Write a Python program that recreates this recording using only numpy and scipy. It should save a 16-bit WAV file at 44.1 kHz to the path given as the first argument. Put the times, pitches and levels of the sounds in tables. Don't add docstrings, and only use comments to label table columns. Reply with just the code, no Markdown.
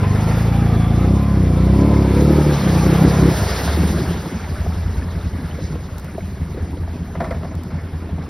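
import sys
import numpy as np
from scipy import signal
from scipy.fft import rfft, irfft
from scipy.io import wavfile

SR = 44100
rng = np.random.default_rng(int(sys.argv[2]) if len(sys.argv) > 2 else 0)


def store_pcm(level_fs):
    pcm = np.round(np.clip(level_fs, -1, 1) * 32767).astype(np.int16)
    wavfile.write(sys.argv[1], SR, np.atleast_2d(pcm).T)


N = 365588
TIME = np.arange(N) / SR

# t/s, speed [four-stroke cycles per s]
ENGINE_SPEED = [(0, 23.69), (.15, 25.26), (.39, 27.98), (.61, 28.84), (.76, 27.75), (.94, 28.07),
                (1.15, 33.73), (1.28, 34.96), (1.43, 30.8), (1.55, 29.34), (1.7, 31.97), (1.88, 36.0),
                (2.08, 33.12), (2.3, 37.37), (2.5, 36.87), (2.6, 34.19), (2.76, 28.99), (2.89, 31.87),
                (3.05, 33.49), (3.2, 34.05), (3.3, 33.4), (3.42, 25), (3.55, 15), (3.68, 18.3),
                (3.85, 19.5), (4.02, 16.5), (4.16, 12), (4.35, 12.2), (4.85, 10.5), (5.4, 10.6),
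                (5.9, 9.65), (6.15, 10.2), (6.33, 11.8), (6.53, 9), (6.73, 10.6), (6.93, 10.4), (7.1, 11.7),
                (7.3, 10.4), (8.29, 10.4)]
# t/s, rumble level/dB, gurgle level/dB
GAS_BOILING = [(0, -44, -30), (1.6, -35, -27.5), (2.5, -23, -22.5), (3.3, -19, -23.5), (3.58, -28, -28.5),
               (3.83, -21, -20), (4.1, -30, -23), (4.26, -37.5, -28), (4.36, -29, -25.5), (4.44, -31, -36),
               (4.53, -24, -29), (4.85, -19.5, -28), (5.45, -26.5, -29.5), (5.75, -25.5, -30),
               (5.85, -31.5, -37), (6.3, -29.5, -32), (6.8, -27, -31), (7.4, -29.5, -31.5),
               (8.29, -29.5, -32)]


def from_db(db):
    return 10 ** (np.asarray(db) / 20)


def rms_one(x):
    return x / np.sqrt(np.mean(x ** 2) + 1e-20)


def in_time(rows):
    s, *columns = np.transpose(rows)
    return [np.interp(TIME, s, c) for c in columns]


def at_hz(points, hz):
    points = np.array(points)
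    return np.interp(np.log(hz), np.log(points[:, 0]), points[:, 1])


def drift(rate):
    step = 40
    r = np.exp(-2 * np.pi * step * rate / SR)
    noise = rng.standard_normal(N // step + 2002)
    slow = signal.lfilter([1], [1, -2 * r, r * r], noise)[2000:]
    return np.interp(np.arange(N) / step, np.arange(len(slow)), rms_one(slow))


def band(x, low_hz, high_hz, order=2):
    edges = [low_hz, min(high_hz, SR / 2 - 500)]
    return signal.sosfilt(signal.butter(order, edges, "band", fs=SR, output="sos"), x)


def resonate(x, hz, width):
    r = np.exp(-np.pi * width / SR)
    zeros = np.array([1, 0, -1]) * (1 - r * r) / 2
    poles = [1, -2 * r * np.cos(2 * np.pi * hz / SR), r * r]
    return signal.lfilter(zeros, poles, x + 1e-18)


def add(out, s, sound):
    at = int(s * SR)
    out[..., at:at + sound.shape[-1]] += sound[..., :N - at]


def hump(s, length_s):
    return np.exp(-np.log(2) * (2 * (TIME - s) / length_s) ** 2)


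def bubble(hz, t60, swell_s, rise):
    t = np.arange(int(1.5 * t60 * SR)) / SR
    envelope = (1 - np.exp(-(t / swell_s) ** 2)) * from_db(-60 * t / t60)
    return envelope * np.sin(2 * np.pi * hz * t * (1 + rise * t / t60))


def bubbling(low_hz, high_hz, per_s, cycles, spread_db, slope_db, count):
    out = 0
    for hz in np.geomspace(low_hz, high_hz, count):
        born = np.flatnonzero(rng.random(N) < per_s / count / SR)
        size_db = spread_db * np.minimum(rng.exponential(1, len(born)), 4)
        kicks = np.zeros(N)
        kicks[born] = from_db(size_db) * rng.choice([-1, 1], len(born))
        ringing = rms_one(resonate(kicks, hz, hz / cycles))
        out = out + ringing * from_db(slope_db * np.log2(hz / low_hz))
    return rms_one(out)


def rushing(spectrum, patchy_db, flicker_rate):
    # f/Hz, correlation [1 = same in both channels]
    likeness = [(400, 0.97), (1300, 0.98), (2800, 0.76), (5400, 1), (10000, 1)]
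    out, together = 0, drift(flicker_rate)
    edges = 2 ** np.arange(np.log2(spectrum[0][0]), np.log2(spectrum[-1][0]) + .1, 1 / 3)
    white = rng.standard_normal((2, 2, N))
    for k, (low, high) in enumerate(zip(edges, edges[1:])):
        mid, side = band(white[k % 2], low, high)
        hz = np.sqrt(low * high)
        alike = np.clip(at_hz(likeness, hz), -1, 1)
        flicker_db = patchy_db * (.5 * together + drift(flicker_rate))
        gain = from_db(at_hz(spectrum, hz) + flicker_db)
        out = out + gain * (np.sqrt(1 + alike) * mid + np.sqrt(1 - alike) * side * [[1], [-1]])
    return rms_one(out)


def crank():
    return .27 + np.cumsum(in_time(ENGINE_SPEED)[0]) / SR


def exhaust(turns, bark_skew=-0.68, rough_db=1.6):
    # order, shallow-water level/dB, deep-water level/dB
    bark_orders = [(7, -13, -12), (8, 0, 1), (9, -4.5, -1), (10, -16.5, -3), (11, -8, -1.5),
                   (12, -15, -9.5), (13, -17, -13), (14, -17, -10.5), (16, -19, -21), (17, -19.5, -16.5)]
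    # t/s, throb level/dB, bark level/dB
    effort = [(0, -1, 5), (.35, -1.5, -3.5), (.6, -0.5, -0.5), (.85, 0, 1), (1.6, 1, -1), (1.85, 1, 1),
              (2.05, -1, -2.5), (2.3, 0, 0.5), (2.55, -5.5, 0), (2.75, -2.5, -1.5), (3.28, -3, 0),
              (3.38, -6.5, -1), (3.44, -7, -2), (3.6, -18.5, -2), (3.71, -10, -1), (3.85, -9, 4.5),
              (4.07, -15, 4), (4.2, -23, 0), (4.5, -45, -25)]
    cruise_speed = 32
    bark_level_db, bark_per_speed_db = -21.5, 0.62
    valley_hz, valley_width_hz, valley_db = 251.5, 17.7, 4.5
    throb_swamped_share = 0.3

    speed, clear_db = in_time(ENGINE_SPEED)[0], swells()
    low = throb(turns, speed) * from_db(throb_swamped_share * np.minimum(clear_db, 0))
    depth = np.interp(TIME, [.9, 2.5], [0, 1])
    shake = .15 + .3 * depth
    bark, power = 0, 0
    for k, shallow_db, deep_db in bark_orders:
        swallowed_db = valley_db * np.exp(-((k * speed - valley_hz) / valley_width_hz) ** 2)
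        gain = from_db(shallow_db + depth * (deep_db - shallow_db) - swallowed_db)
        phase = 2 * np.pi * round(k) * turns + bark_skew + shake * drift(21)
        bark = bark + gain * from_db(rough_db * drift(8.9)) * np.cos(phase)
        power = power + gain ** 2 / 2
    bark = bark / np.sqrt(power)
    speed_db = bark_level_db + bark_per_speed_db * (speed - cruise_speed)
    bark = bark * from_db(speed_db + clear_db + depth * rough_db * drift(20.5))
    throb_db, bark_db = in_time(effort)
    return from_db(throb_db) * low + from_db(bark_db) * bark


def throb(turns, speed, skew=3.02, smear=0.37, wander_db=0.7, wading_wander_db=1.2):
    # order, level/dB
    throb_orders = [(2, 4), (3, -1.5), (4, 0), (5, -1), (6, -0.5)]
    # f/Hz, level/dB
    pipe_response = [(32, -53), (58, -24), (73, -20.5), (82, -21.5), (94, -17), (120, -17.5), (160, -17.5),
                     (184, -21), (205, -18), (230, -21.5)]
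    # t/s, f/Hz, depth/dB
    hollow_curve = [(.9, 129, 4), (1.1, 125, 8), (1.55, 117.6, 11), (2, 117.5, 11), (2.4, 113, 11),
                    (2.56, 108, 12), (2.7, 119, 8), (3.3, 118, 10)]
    # t/s, f/Hz, level/dB
    pocket_curve = [(2.1, 145, -4), (2.4, 148, 5.5), (2.56, 142, 6.5), (2.68, 183, 4.5), (3.05, 168, 6.5),
                    (3.3, 166, 7), (3.36, 135, 1), (3.44, 92, 6.5), (3.53, 64, 10), (3.83, 76.4, 13),
                    (4.15, 67, 12)]
    hollow_width_hz, pocket_width_oct = 7, 0.24
    wade_from_s = 1.0

    wading = np.clip((TIME - wade_from_s) / 0.08 + .5, 0, 1)
    hollow_hz, hollow_db = in_time(hollow_curve)
    pocket_hz, pocket_db = in_time(pocket_curve)
    out = 0
    for k, db in throb_orders:
        hz = round(k) * speed
        hollow = hollow_db * np.exp(-((hz - hollow_hz) / hollow_width_hz) ** 2)
        pocket = pocket_db * np.exp(-(np.log2(hz / pocket_hz) / pocket_width_oct) ** 2)
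        wander = (wander_db + wading * (wading_wander_db - wander_db)) * drift(9.0)
        gain = from_db(db + at_hz(pipe_response, hz) - hollow + pocket + wander)
        out = out + gain * np.cos(2 * np.pi * round(k) * turns + skew + smear * (k - 4) ** 2)
    return np.sqrt(2) * out


def swells():
    # middle t/s, length at half height [s], level/dB
    mouth_swells = [(1.26, 0.14, -14), (2.437, 0.033, -14), (2.588, 0.11, -13.5), (2.794, .07, 1),
                    (2.91, 0.07, 5), (2.98, 0.055, -10), (3.064, 0.047, 8.5), (3.14, 0.08, -12),
                    (3.268, 0.065, 8), (3.35, 0.078, -10)]
    return sum(db * hump(s, length) for s, length, db in mouth_swells)


def rasp(turns, second_turn=.36, second_db=-4, sharpness=1.14, echo_share=0.39):
    # t/s, level/dB
    rasp_level = [(0, -30.5), (1.1, -31), (1.5, -33), (1.88, -28), (3.25, -28), (3.6, -38.5), (4.5, -56),
                  (8.29, -47)]
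    # f/Hz, width/Hz, level/dB
    casing_modes = [(410, 110, 2.5), (746, 260, -2.5), (1070, 220, 0), (1313, 256, -9), (2070, 360, -18.5),
                    (3660, 130, -27.5)]
    # t/s, lag/s
    echo_lag = [(0, 0.0017), (1.7, 0.0024), (3.5, 0.0035), (8.29, 0.0037)]

    force = 0
    for lag, db in [(0, 0), (second_turn, second_db)]:
        fired = np.floor(turns - lag)
        knocks = np.diff(fired, prepend=fired[0]) * from_db(.8 * drift(30))
        puff = np.exp(sharpness * (np.cos(2 * np.pi * (turns - lag)) - 1))
        force = force + from_db(db) * (knocks + .045 * puff * rng.standard_normal(N))
    frame = rng.standard_normal(SR // 30) * from_db(-60 * TIME[:SR // 30] / 0.2)
    force = signal.fftconvolve(force, frame)[:N]
    ringing = 0
    for k, (hz, width, db) in enumerate(casing_modes):
        ringing = ringing + (-1) ** k * from_db(db) * resonate(force, hz, width)
    echo = np.interp(TIME - in_time(echo_lag)[0], TIME, ringing)
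    return rms_one(ringing - echo_share * echo) * from_db(in_time(rasp_level)[0] - 1.0)


def singing(turns, waver=.75, flutter_db=3):
    # order, middle t/s, length at half height [s], level/dB
    sung_orders = [(42, 0.056, 0.13, -39), (51, 0.29, 0.24, -43.5), (28, 0.53, 0.23, -41),
                   (26, 0.86, 0.29, -37), (42, .92, 0.45, -42), (30, 1.25, .15, -38),
                   (44, 1.614, 0.093, -41), (17, 1.89, .15, -31.5), (29, 1.9, .25, -37),
                   (14, 2.2, .12, -31.5), (16, 2.42, .15, -35), (14, 3.05, .1, -30)]
    level = {}
    for k, s, length, db in sung_orders:
        level[round(k)] = level.get(round(k), 0) + from_db(db) * hump(s, length)
    out = 0
    for k, gain in level.items():
        phase = 2 * np.pi * k * turns + waver * drift(23)
        out = out + gain * from_db(flutter_db * drift(20)) * np.cos(phase)
    return np.sqrt(2) * out


def whine(width_hz=70):
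    # t/s, f/Hz, level/dB
    belt_whine = [(0, 3470, -60), (.6, 3500, -56), (.85, 3400, -46), (1.02, 3553, -56), (2.05, 3590, -68),
                  (2.6, 3470, -90)]
    hz, db = in_time(belt_whine)
    phase = 2 * np.pi * np.cumsum(hz) / SR
    return from_db(db) * (drift(width_hz) * np.cos(phase) + drift(width_hz) * np.sin(phase))


def chugs(turns, scatter=0.028, late_s=0.0012, glug_slope_db=-3.0):
    # f/Hz, level/dB, t60/s
    boom_modes = [(60.6, -1, 0.16), (82.8, 2, 0.24)]
    # f/Hz, level/dB, t60/s
    glug_modes = [(162.8, 2.5, 0.12), (234.4, -3, 0.07), (290, -12, 0.036), (412, -11, 0.041)]
    slug_beat_s = 4.962
    slugs_from_s = 4.05
    slug_boom_db, slug_glug_db = 13.5, 10.5
    slug_uneven_db = 0.8
    limp_from_s, limp_db = 6.1, 3

    out = np.zeros(N)
    rumble_db, gurgle_db = in_time(GAS_BOILING)
    cycle = np.floor(turns - np.interp(slug_beat_s, TIME, turns))
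    starts = np.flatnonzero((np.diff(cycle) > 0) & (TIME[1:] > slugs_from_s)) + 1
    luck = rng.standard_normal((len(starts), 9))
    for at, (late, boom_luck, glug_luck, *sizes) in zip(starts, luck):
        s = TIME[at] + late_s * late
        limp = limp_db * (s > limp_from_s) * (1 if cycle[at] % 2 else -1)
        boom_db = rumble_db[at] + slug_boom_db + limp + slug_uneven_db * boom_luck
        glug_db = gurgle_db[at] + slug_glug_db + limp + slug_uneven_db * glug_luck
        for (hz, db, t60), size in zip(boom_modes, sizes):
            boom = bubble(hz * np.exp(scatter * size / 2), t60, swell_s=0.016, rise=0.0068)
            add(out, s - .014, from_db(boom_db + db) * boom)
        for (hz, db, t60), size in zip(glug_modes, sizes[2:]):
            slope_db = glug_slope_db * np.log2(hz / glug_modes[0][0])
            glug = bubble(hz * np.exp(scatter * size), t60, swell_s=0.0034, rise=0.053)
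            add(out, s, from_db(glug_db + db + slope_db) * glug)
    return out


def churn(rumble_gain_db=-5.0, gurgle_gain_db=-2):
    rumble_db, gurgle_db = in_time(GAS_BOILING)
    rumble = bubbling(61.7, 83.6, per_s=140, cycles=9.5, spread_db=1.0, slope_db=-2.0, count=3)
    gurgle = bubbling(152.7, 429.0, per_s=170, cycles=9.8, spread_db=3.0, slope_db=-9, count=10)
    return (from_db(rumble_db + rumble_gain_db) * rms_one(band(rumble, 45, 140))
            + from_db(gurgle_db + gurgle_gain_db) * rms_one(band(gurgle, 117, 586)))


def bursts(pop_db=0, pop_t60=0.034, overtone=1.91, overtone_db=-4, plink_db=0, plink_t60=0.031):
    # t/s, level/dB, f/Hz
    pop_times = [(4.073, -12, 153), (5.153, -18, 168), (5.247, -19, 157), (5.342, -16, 159),
                 (5.494, -16, 167), (5.727, -16, 164), (6.15, -11.5, 186), (6.221, -28, 159),
                 (6.546, -14, 182), (6.617, -16, 162), (6.808, -17, 163), (6.958, -15, 144),
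                 (7.557, -21, 162), (8.13, -19, 160)]
    # t/s, level/dB, f/Hz
    plink_times = [(4.942, -37, 3900), (4.99, -33, 2200), (5.021, -27, 1700), (5.04, -37, 5000),
                   (5.157, -32, 2010), (5.213, -37, 3630), (5.511, -33, 2980), (5.62, -38, 4000),
                   (6.082, -31, 1400), (6.207, -32, 2160)]
    out = np.zeros(N)
    for s, db, hz in pop_times:
        deep = bubble(hz, pop_t60, swell_s=0.00194, rise=0.11)
        upper = bubble(hz * overtone, pop_t60, swell_s=0.0027, rise=0.087)
        add(out, s, from_db(db + pop_db) * (deep + from_db(overtone_db) * upper))
    for s, db, hz in plink_times:
        add(out, s, from_db(db + plink_db) * bubble(hz, plink_t60, swell_s=0.00089, rise=0.075))
    return out


def clunks(gain_db=0, attack_s=0.0013, tail_db=-16, tail_t60=0.37):
    # t/s, level/dB, t60/s, tilt [dB per octave]
    clunk_times = [(7.15, -28, 0.08, -1.5), (7.201, -21.5, 0.13, -1), (7.239, -28.5, 0.17, 1.5),
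                   (7.306, -22.5, 0.085, 0), (7.343, -36, 0.087, 3), (7.428, -30, .05, -3),
                   (7.443, -32, 0.098, 0), (7.51, -36, .1, -1)]
    # f/Hz, width/Hz, level/dB
    gearbox_modes = [(235, 56, 2), (380, 96, -2.5), (515, 78, 1.5), (654, 65, 6), (790, 60, -1),
                     (990, 160, -3), (1420, 210, -8.5), (1750, 190, -9), (2130, 320, -13),
                     (3600, 2200, -29)]
    pivot_hz = 700
    out, t = np.zeros(N), TIME[:SR // 2]
    power = sum(from_db(db) ** 2 * np.pi * width / SR for _, width, db in gearbox_modes)
    for s, db, t60, tilt_db in clunk_times:
        decay = from_db(-60 * t / t60) + from_db(tail_db - 60 * t / tail_t60)
        envelope = decay * (1 - np.exp(-t / attack_s))
        force = from_db(db) * envelope * rng.standard_normal(len(t))
        for k, (hz, width, mode_db) in enumerate(gearbox_modes):
            gain = (-1) ** k * from_db(mode_db + tilt_db * np.log2(hz / pivot_hz))
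            add(out, s, gain * resonate(force, hz, width))
    return from_db(gain_db) * out / np.sqrt(power)


def bow_wave(wash_gain_db=6.0, bubbles_db=0.2, drops_db=-2, spray_gain_db=2.5, fizz_db=-23):
    # t/s, wash level/dB, spray level/dB
    wave_level = [(0.0, -37, -47), (0.32, -36.5, -41.5), (0.64, -39.5, -47.5), (1.31, -42.5, -48),
                  (1.71, -41.5, -47.5), (2.7, -33, -36.5), (3.12, -33, -37.5), (3.58, -33.5, -34),
                  (4.48, -43.5, -48), (6.14, -49.5, -53.5), (7.92, -50, -57), (8.29, -49, -57)]
    # t/s, level/dB (before gains)
    trickle_level = [(0, -11), (1.8, -8), (3.3, -1.5), (4.3, 0), (5.1, 1.5), (8.29, 0)]
    # f/Hz, level [dB per Hz]
    wash_colour = [(350, 4.5), (500, 1), (750, -2.5), (1000, -7), (1500, -5.5), (2100, -8.5), (2700, -16.5),
                   (3500, -18)]
    spray_colour = [(2200, -30), (2900, -2), (3500, 3), (5200, 3.5), (6400, 0), (8000, -8), (11000, -1.5),
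                    (13000, -4), (16000, -13)]

    wash_db, spray_db = in_time(wave_level)
    bubbles = bubbling(599.4, 2303, per_s=600, cycles=53.0, spread_db=2.5, slope_db=-5.5, count=20)
    fizz = bubbling(3300, 10500, per_s=1100, cycles=14.0, spread_db=4.5, slope_db=-4.0, count=12)
    trickle = from_db(bubbles_db) * bubbles + from_db(drops_db) * droplets()
    wash = from_db(wash_gain_db) * rushing(wash_colour, patchy_db=2.2, flicker_rate=14)
    wash = wash + from_db(in_time(trickle_level)[0]) * trickle
    spray = from_db(spray_gain_db) * rushing(spray_colour, patchy_db=1.8, flicker_rate=17.5)
    spray = spray + from_db(fizz_db) * fizz
    return from_db(wash_db) * wash + from_db(spray_db) * spray


def droplets(low_hz=800, high_hz=5500, spread_db=2.6, count=1600):
    out = np.zeros(N)
    for when, small, luck in rng.random((count, 3)):
        hz = low_hz * (high_hz / low_hz) ** small
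        db = -spread_db * np.log(luck + 0.034) - 9 * small
        add(out, when * TIME[-1], from_db(db) * bubble(hz, 30 / hz, swell_s=0.00054, rise=0.13))
    return rms_one(out)


def slaps(gulp_t60=0.043, splash_t60=0.2, body_ratio=0.62, body_t60=0.043, body_db=-1, mist_db=-17):
    # t/s, level/dB, gulp f/Hz, splash level/dB
    slap_times = [(3.675, -26, 670, -24), (3.845, -18, 300, -40), (3.9, -16, 335, -40),
                  (3.95, -17, 280, -44), (3.99, -14, 348, -42), (4.03, -20, 270, -44),
                  (4.11, -13, 330, -36), (4.15, -17, 383, -52), (4.32, -20.5, 328, -50),
                  (4.662, -21, 695, -46), (5.587, -21, 496, -42), (5.755, -21, 457, -46),
                  (6.18, -16, 634, -46), (6.577, -19, 473, -40), (6.77, -24, 486, -46),
                  (6.877, -27, 640, -50), (7.704, -29, 577, -40), (8.09, -27, 653, -51),
                  (8.182, -31, 690, -43)]
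    out, splash = np.zeros(N), np.zeros(N)
    t = TIME[:SR // 4]
    for s, db, hz, splash_db in slap_times:
        gulp = bubble(hz, gulp_t60, swell_s=0.0013, rise=0.098)
        knock = bubble(hz * body_ratio, body_t60, swell_s=0.0023, rise=0)
        add(out, s, from_db(db + 1.5) * gulp)
        add(out, s, from_db(db + body_db) * knock)
        add(splash, s, from_db(splash_db - 60 * t / splash_t60) * (1 - np.exp(-t / 0.00054)))
    sheet = rms_one(band(band(rng.standard_normal(N), 410, 1740), 204, 1400, order=1))
    mist = rms_one(band(rng.standard_normal(N), 2900, 4500))
    return out + 1.17 * splash * (sheet + from_db(mist_db) * mist)


def swish(s=5.65, db=-45, length_s=0.092):
    envelope = np.exp(-(2 * (TIME - s) / length_s) ** 2)
    return from_db(db) * envelope * rms_one(band(rng.standard_normal(N), 3700, 6600))


def crackles():
    # t/s, level/dB, t60/s
    crackle_times = [(5.982, -33.5, .02), (5.997, -39, 0.018), (6.045, -38, .015), (7.552, -36, .01),
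                     (7.635, -37, .01)]
    level = np.zeros(N)
    for s, db, t60 in crackle_times:
        add(level, s, from_db(db - 60 * TIME[:SR // 4] / t60))
    return level * rms_one(band(rng.standard_normal((2, N)), 2700, 16000))


def woods(x, echo_db=-24, count=8):
    out, dull = np.zeros((2, N)), band(x, 650, 1300, order=1)
    for k, lag in enumerate(np.sort(rng.uniform(0.015, 0.073, count))):
        add(out[k % 2], lag, dull * from_db(echo_db - 9.4 * lag))
    return out


def creek(db=-34.5):
    # f/Hz, level [dB per Hz]
    creek_colour = [(25, -14), (40, -1), (60, -2.5), (120, 1), (250, -11), (500, -32)]
    return from_db(db) * rushing(creek_colour, patchy_db=-1.0, flicker_rate=5.7).mean(axis=0)


def treble_out_of_step(x):
    # f/Hz, phase by which the left leads [radians]
    treble_phase = [(0, 0), (2240, .1), (2840, .5), (5600, 0), (6600, 3.14), (8180, 3.14), (8900, 6.28),
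                    (11900, 6.28), (12600, 9.42), (14800, 9.42), (15300, 12.57)]
    spectrum = rfft(x)
    lead = np.interp(np.arange(spectrum.shape[1]) * SR / N, *np.transpose(treble_phase))
    turn = .5 * lead * np.array([[1], [-1]]) - .5 * lead
    return irfft(spectrum * np.exp(1j * turn), N)


def scene():
    turns = crank()
    engine = exhaust(turns) + rasp(turns) + singing(turns) + whine()
    gas = chugs(turns) + churn() + bursts()
    quad = engine + gas + slaps() + clunks(gain_db=5.0)
    water = bow_wave() + swish() + creek()
    return treble_out_of_step(quad + woods(quad) + water + crackles())


def record(dry):
    cutoff_hz = 15800
    rounded = dry / (1 + np.abs(dry) ** 6) ** (1 / 6)
    return signal.sosfilt(signal.ellip(10, .1, 90, cutoff_hz, fs=SR, output="sos"), rounded)


dry = scene()
out = record(dry)
store_pcm(out)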